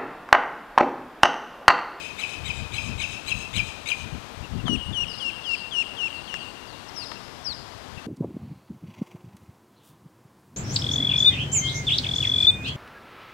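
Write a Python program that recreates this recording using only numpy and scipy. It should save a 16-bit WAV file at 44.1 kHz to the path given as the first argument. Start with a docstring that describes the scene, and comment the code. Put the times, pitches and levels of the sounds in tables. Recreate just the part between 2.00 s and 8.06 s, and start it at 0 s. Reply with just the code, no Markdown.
"""A run of sharp two-voiced notes from a purple gallinule on a branch over water opens over steady outdoor hiss.
Each is two syrinx tones modulating each other; slower hooked notes and thin falling whistles are gliding harmonics.
Faint peeps are short tones, twig ticks are resonant noise bursts, and a wooded bank echoes them all with a noise tail.
Wind puffs are coloured noise that swells and fades; nearly all the sound is in the left channel."""
import sys
import numpy as np
from scipy import signal
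from scipy.fft import rfft, irfft, next_fast_len
from scipy.io import wavfile
from scipy.ndimage import map_coordinates

SR = 44100
rng = np.random.default_rng(int(sys.argv[2]) if len(sys.argv) > 2 else 0)


def waveform_to_disk(signal):
    """Save audio, clipped to [-1, 1], as 16-bit WAV at the path in sys.argv[1]."""
    frames = np.transpose(np.atleast_2d(signal))
    scaled = np.clip(frames, -1, 1) * 32767
    samples = np.round(scaled).astype(np.int16)
    wavfile.write(sys.argv[1], SR, samples)


N = 267466  # length [samples]
LEAD = SR // 4  # room before time zero [samples]

# Levels throughout are relative, ahead of the channel gains in scene().
# Upper voice of a sharp note, before its pitch and length factors:
# (time from the accent [s], frequency [Hz], level [dB])
SHARP_UPPER = [(-.060, 3200, -26), (-.053, 3800, -16), (-.037, 3880, -11), (-.029, 4170, -8),
               (-.016, 3150, -11), (-.008, 3270, -7.5), (-.004, 2800, -12), (.001, 2660, 0),
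               (.012, 2460, -5), (.019, 2250, -22)]


def amp(db):
    """Logarithmic level: decibels become an amplitude ratio."""
    return 10 ** (np.asarray(db) / 20)


def unit(x):
    """Power normalisation: scale to rms 1."""
    return x / np.sqrt(np.mean(x ** 2) + 1e-20)


def joined(rows, at):
    """Linear interpolation: each later column of a table, read along the first."""
    knots, *columns = np.transpose(rows)
    return [np.interp(at, knots, column) for column in columns]


def wobble(rate, size):
    """Band-limited randomness: a smooth curve through random knots, rate of them a second."""
    knots = rng.standard_normal(int(size * rate / SR) + 4)
    return map_coordinates(knots, [np.arange(size) * rate / SR])


def filtered(x, response):
    """Linear filtering: the spectrum is multiplied by a response of frequency."""
    size = x.shape[-1]
    padded = next_fast_len(size + 8192)
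    spectrum = rfft(x, padded) * response(np.fft.rfftfreq(padded, 1 / SR))
    return irfft(spectrum, padded)[..., :size]


def coloured(x, points):
    """Spectral shaping: gains (frequency [Hz], level [dB]) joined along log frequency."""
    knots_hz, db = np.transpose(points)
    return filtered(x, lambda hz: amp(np.interp(np.log(hz + 1), np.log(knots_hz), db)))


def add(track, s, sound):
    """Superposition: mix a sound at s seconds into a track that begins LEAD samples before time zero."""
    part = track[LEAD + round(s * SR):][:len(sound)]
    part += sound[:len(part)]


def outdoors(direct, sent):
    """Reflection and scattering: direct sound plus a bank echo, strongest about a tenth of a second later."""
    # Scattered echo of the branches and bank: (delay [s], level before normalising [dB])
    bank_tail = [(0, -44), (.008, -3.5), (.03, -6), (.075, -3.5), (.102, -3), (.13, -2.5), (.17, -10),
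                 (.25, -13.5), (.5, -19.5), (.9, -44.5)]
    # Colour of the echo: (frequency [Hz], level [dB])
    bank_colour = [(1000, -15.5), (2600, -0.5), (4000, 1), (5700, 5), (8500, 3.5), (10000, 2.5), (13000, 1)]
    t = np.arange(SR) / SR
    tail = unit(amp(joined(bank_tail, t)[0]) * rng.standard_normal(SR)) / np.sqrt(SR)
    tail[round(.104 * SR)] += amp(-10.5)  # the bank's face returns one clear copy
    echo = signal.fftconvolve(coloured(sent, bank_colour), tail)[:len(sent)]
    return (direct + amp(-0.5) * echo)[LEAD:]


def voice(hz, jitter, rate):
    """Phase accumulation: a syrinx membrane whose frequency trembles randomly."""
    trembling_hz = hz * (1 + jitter * wobble(rate, len(hz)))
    return 2 * np.pi * np.cumsum(trembling_hz) / SR


def sharp_note(pitch, length, rasp_db):
    """Nonlinear coupling: both syrinx sides sound and form sum tones, then the upper falls to a purer accent."""
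    # Time from the accent before stretching by length; the settings below are on this clock too
    t = np.arange(SHARP_UPPER[0][0], SHARP_UPPER[-1][0], 1 / (SR * length))
    rasp = np.clip(-t / 0.0041, 0, 1)  # the strained part before the accent

    upper_hz, upper_db = joined(SHARP_UPPER, t)
    upper_phase = voice(pitch * upper_hz, jitter=0.02841, rate=420)
    upper_gain = amp(upper_db + rasp * rasp_db + 2.75 * wobble(284.6, len(t)))

    # The lower voice warbles about one pitch: 52 swings a second
    lower_hz = 2405 * (1 + 0.0666 * np.cos(2 * np.pi * 52 * t))
    lower_phase = voice(pitch * lower_hz, jitter=0.0406, rate=429.2)
    hold_start, hold_end = -0.0378, -0.0165  # [s]
    rise, fall = 700, 800  # [dB/s]
    lower_db = -12 - rise * np.maximum(hold_start - t, 0) - fall * np.maximum(t - hold_end, 0)
    lower_gain = amp(lower_db + rasp * rasp_db + 4.07 * wobble(277.4, len(t)))

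    overtones = amp(-22.5 + 9.33 * rasp) * np.sin(2 * upper_phase)
    overtones += amp(-42.5 + 19.95 * rasp) * np.sin(3 * upper_phase)
    overtones += amp(-49.5) * np.sin(4 * upper_phase)
    sum_tones = amp(-12) * np.sin(upper_phase + lower_phase)
    sum_tones += amp(-17.5) * np.sin(2 * lower_phase)  # the lower voice's own octave
    sum_tones += amp(-22.5) * np.sin(2 * upper_phase + lower_phase)
    hiss_colour = [(1600, 3.5), (2300, 9.5), (3100, 20), (4200, -13.5), (9000, -7.5), (14000, -20.5)]
    hiss = unit(coloured(rng.standard_normal(len(t)), hiss_colour))
    upper = upper_gain * (np.sin(upper_phase) + overtones + amp(-18 + 8.68 * rasp) * hiss)
    return upper + lower_gain * (np.sin(lower_phase) + sum_tones)


def sharp_run():
    """Scattering: branches smear each note of the fast run; its echo keeps its strength as the direct sound grows."""
    # Sharp notes: (time of the accent [s], level [dB], pitch factor, length factor, rasp [dB])
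    sharp_table = [(-.045, -25, 0.981, 0.814, -2), (.236, -21, 0.966, 1.072, -2),
                   (.502, -20.5, 0.974, 1.097, -1), (0.783, -21, 0.977, 1.119, -1),
                   (1.039, -19.5, 0.9834, 1.061, 0.5), (1.318, -18.5, 1.01, 1.01, -1.5),
                   (1.592, -15, 0.9794, 1.027, -2), (1.918, -14.5, 0.984, 1.071, -2.5)]
    # Colour of the throat: (frequency [Hz], level [dB])
    throat = [(1800, -5), (2600, -3.5), (3900, -7.5), (5200, -1), (5900, -14), (6600, 1.5), (7300, -4.5),
              (8300, -3.5), (10000, -0.5), (11300, -17), (13000, 3.5)]
    direct, sent = np.zeros((2, LEAD + N))
    t = np.arange(SR // 25) / SR
    smear = np.minimum(t / 0.00164, 1) * amp(-60 * t / 0.288)  # quick rise, then decay
    for accent_s, db, pitch, length, rasp_db in sharp_table:
        note = sharp_note(pitch, length, rasp_db)
        start = accent_s + SHARP_UPPER[0][0] * length
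        branches = unit(smear * rng.standard_normal(len(t))) / np.sqrt(len(t))
        add(direct, start, amp(db) * note)
        add(direct, start, amp(db - 6) * signal.fftconvolve(note, branches))
        add(sent, start, amp(-22.5) * note)
    return outdoors(coloured(direct, throat), coloured(sent, throat))


def wind():
    """Turbulent pressure: lumpy puffs on the microphone over a light breeze; harder ones take a second spectrum."""
    # Wind puffs: (time of the crest [s], level [dB], length [s])
    puffs = [(.47, -36, 0.101), (0.606, -37.5, 0.122), (0.746, -38.5, 0.055), (0.905, -33.5, 0.156),
             (1.126, -42.5, 0.098), (1.362, -37.5, 0.128), (1.592, -35, 0.1114), (2.042, -41.5, 0.095),
             (2.15, -32, 0.0514), (2.417, -38.5, 0.077), (2.57, -30, 0.086), (2.654, -30, 0.0438),
             (2.724, -25, 0.0747), (2.906, -32.5, 0.0637), (3.022, -42, 0.18), (5.576, -47.5, 0.18),
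             (5.953, -43.5, 0.085)]
    # Spectrum of light puffs: (frequency [Hz], level per Hz [dB])
    light_colour = [(15, -45.5), (25, -8.5), (92, 2), (210, -9), (382, -31), (600, -31), (780, -58),
                    (1320, -120)]
    # Spectrum of the hardest puff: (frequency [Hz], level per Hz [dB])
    hard_colour = [(15, -49), (25, -22.5), (54, -11.5), (160, 0.5), (200, -1), (233, 3.5), (700, -29),
                   (910, -30), (1540, -120)]
    edge_db, sharpness, breeze_db = 5.5, 1.47, -54  # drop half a length from the crest; flank power; floor
    t = np.arange(N) / SR
    swells = [db - edge_db * np.abs(2 * (t - s) / length) ** sharpness for s, db, length in puffs]
    level_db = np.maximum(np.max(swells, axis=0), breeze_db)
    force = np.clip((level_db + 35.5) / 10, 0, 1)  # 0 light, 1 hard
    light = unit(coloured(rng.standard_normal(N), light_colour))
    hard = unit(coloured(rng.standard_normal(N), hard_colour))
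    lumps = unit(amp(2.02 * wobble(45, N)))
    return amp(level_db) * lumps * (np.sqrt(1 - force) * light + np.sqrt(force) * hard)


def air():
    """Stationary noise: the steady hiss of the wetland, gently swaying."""
    # Spectrum of the hiss: (frequency [Hz], level per Hz before normalising [dB])
    air_colour = [(15, -34), (25, -10.5), (118, -3), (201, 0), (230, 1), (527, -2.5), (602, -2), (975, -1),
                  (2290, -9.5), (2770, -9.5), (3430, -9), (4240, -12), (6870, -19.5), (13000, -30.5),
                  (14900, -28)]
    return amp(-44.5 + 0.4 * wobble(2.993, N)) * unit(coloured(rng.standard_normal(N), air_colour))


def slur(shape, overtones, length, hz, bright_db, jitter, flutter_db, pace=1):
    """Harmonic synthesis: a clear gliding note whose weak overtones grow as the voice settles."""
    u = np.linspace(0, 1, int(length * SR))  # share of the length
    pitch, db = joined(shape, u ** pace)
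    phase = voice(hz * pitch, jitter, rate=415.6)
    settle_db = np.interp(u, [0, .2], [-9, 0])
    upper = sum(amp(level + 2.5 * wobble(60.8, len(u))) * np.sin(k * phase) for k, level in overtones)
    gain = amp(db + flutter_db * wobble(141.9, len(u)))
    return gain * (np.sin(phase) + amp(bright_db + settle_db) * upper)


def peeps():
    """Simple tones: soft, nearly level peeps from far across the marsh, without overtones."""
    # Distant peeps: (time [s], level [dB], reference pitch [Hz])
    peep_table = [(2.419, -42, 2744), (2.575, -41.5, 2735), (4.991, -41, 2766), (5.14, -43.5, 2720),
                  (5.959, -41.5, 2680)]
    # One peep: (share of its length, pitch factor, level [dB])
    peep_shape = [(0, 1.03, -14), (.5, 1, 2), (1, .97, -22.5)]
    track = np.zeros(LEAD + N)
    for s, db, hz in peep_table:
        note = slur(peep_shape, [], 0.0611, hz, 0, jitter=0.0227, flutter_db=-2.0)
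        add(track, s, amp(db) * note)
    return outdoors(track, amp(-6.5) * track)


def hooked_notes():
    """Frequency glide: slower clear notes level off and drop at the end; the bank hears all about equally."""
    # Hooked notes: (time [s], length [s], level [dB], plateau pitch [Hz], overtone level [dB],
    # glide pace: 1 even, less settles sooner)
    hooked_table = [(2.657, 0.107, -25, 2881, 0.5, 0.851), (2.927, 0.1205, -24, 2844, -1.5, 0.953),
                    (3.195, 0.1114, -25, 2766, -.5, 1.005), (3.438, 0.1174, -23, 2744, -3, 1.138),
                    (3.71, .12, -21.5, 2778, 0, 1.1), (3.969, 0.1137, -23.5, 2745, -3, 0.977),
                    (4.273, 0.1027, -32.5, 2788, 2, 0.9)]
    # One hooked note: (share of its length, pitch factor, level [dB])
    hook_shape = [(0, 1.27, -22), (.13, 1.155, -11), (.3, 1.06, -5), (.48, 1.014, -2), (.66, .998, 0),
                  (.87, 1.0, 0), (.94, .95, -2), (1, .83, -11)]
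    # Overtones, the halves from a slight rasp: (multiple of the pitch, level [dB])
    hook_overtones = [(1.5, -35), (2, -28.5), (2.5, -40), (3, -28.5), (4, -55)]
    # Colour of the throat: (frequency [Hz], level [dB])
    throat = [(2800, -2), (3500, 3.5), (5200, 4.5), (5900, 9), (6600, 12), (8400, -4), (9200, 8),
              (10000, -10.5), (14000, -12.5)]
    sent_colour = [(2700, 0.5), (3200, 7.5), (5600, -6.5), (8400, 5.5), (10000, 5.0)]
    direct, sent = np.zeros((2, LEAD + N))
    for s, length, db, hz, bright_db, pace in hooked_table:
        note = slur(hook_shape, hook_overtones, length, hz, bright_db, jitter=0.0048, flutter_db=1.44, pace=pace)
        add(direct, s, amp(db) * note)
        add(sent, s, amp(-35.5) * note)
    return outdoors(coloured(direct, throat), coloured(sent, sent_colour))


def twigs():
    """Damped resonance: short dry ticks, each a decaying noise burst in one broad resonance."""
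    # Twig ticks: (time [s], level [dB], resonance [Hz], decay by 60 dB [s])
    tick_table = [(2.666, -35, 1100, 0.083), (2.681, -25, 1010, 0.0353), (4.341, -24, 1910, 0.0153),
                  (5.117, -31.5, 1330, 0.0373)]
    # Colour of the ticks: (frequency [Hz], level [dB])
    tick_colour = [(300, -2), (900, 5), (2400, -3.5), (4000, -1.5), (12000, -15)]
    track, t = np.zeros(LEAD + N), np.arange(SR // 10) / SR
    for s, db, centre, t60 in tick_table:
        noise = rng.standard_normal(len(t))
        burst = filtered(noise, lambda hz: hz / (centre ** 2 - hz ** 2 + .8j * hz * centre))
        add(track, s, amp(db - 60 * t / t60) * unit(coloured(burst, tick_colour)))
    return outdoors(track, amp(-15.0) * track)


def whistles():
    """Falling frequency: thin wavering whistles from farther inside the bushes."""
    # Whistles: (time [s], length [s], level [dB], reference pitch [Hz], overtone level [dB], echo level [dB])
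    whistle_table = [(3.073, 0.0874, -36, 4882, -6.5, 0.5), (3.446, 0.086, -39.5, 4720, -5, 4.5),
                     (4.132, 0.085, -45, 4337, 1.5, 2), (4.383, 0.079, -43.5, 4345, -5, -2),
                     (4.661, .1, -44, 4308, -21, -5), (4.884, 0.019, -36.5, 5136, -8.5, -4.5),
                     (4.951, 0.0988, -28.5, 4901, -2.5, -6.5), (5.443, 0.0908, -23, 4778, -12.5, -13.5)]
    # One whistle: (share of its length, pitch factor, level [dB])
    whistle_shape = [(0, 1.25, -25.5), (.14, 1.13, -10.5), (.32, 1.05, -3.5), (.6, .97, -8.5),
                     (.88, .85, -9.5), (1, .76, -14)]
    # Overtones: (multiple of the pitch, level [dB])
    whistle_overtones = [(2, -16)]
    direct, sent = np.zeros((2, LEAD + N))
    for s, length, db, hz, bright_db, echo_db in whistle_table:
        note = slur(whistle_shape, whistle_overtones, length, hz, bright_db, jitter=0.01374, flutter_db=0.0)
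        add(direct, s, amp(db) * note)
        add(sent, s - .025, amp(echo_db + db) * note)  # closer to the bank, so the echo comes sooner
    return outdoors(direct, sent)


def scene():
    """Superposition: one microphone feeds the left channel; the right holds a trace of it and faint hiss."""
    mic = sharp_run() + wind() + air() + peeps() + hooked_notes() + twigs() + whistles()
    hiss_colour = [(25, 1.5), (120, 12), (300, 6.5), (1000, -5), (2600, -14), (6000, -19.5), (14000, -31.0)]
    hiss = unit(coloured(rng.standard_normal(N), hiss_colour))
    return np.array([amp(6) * mic, amp(-43.5) * mic + amp(-59.5) * hiss])


def record(dry):
    """Band limiting: nothing at or above 14300 Hz passes."""
    return filtered(dry, lambda hz: hz < 14300)


dry = scene()
out = record(dry)
waveform_to_disk(out)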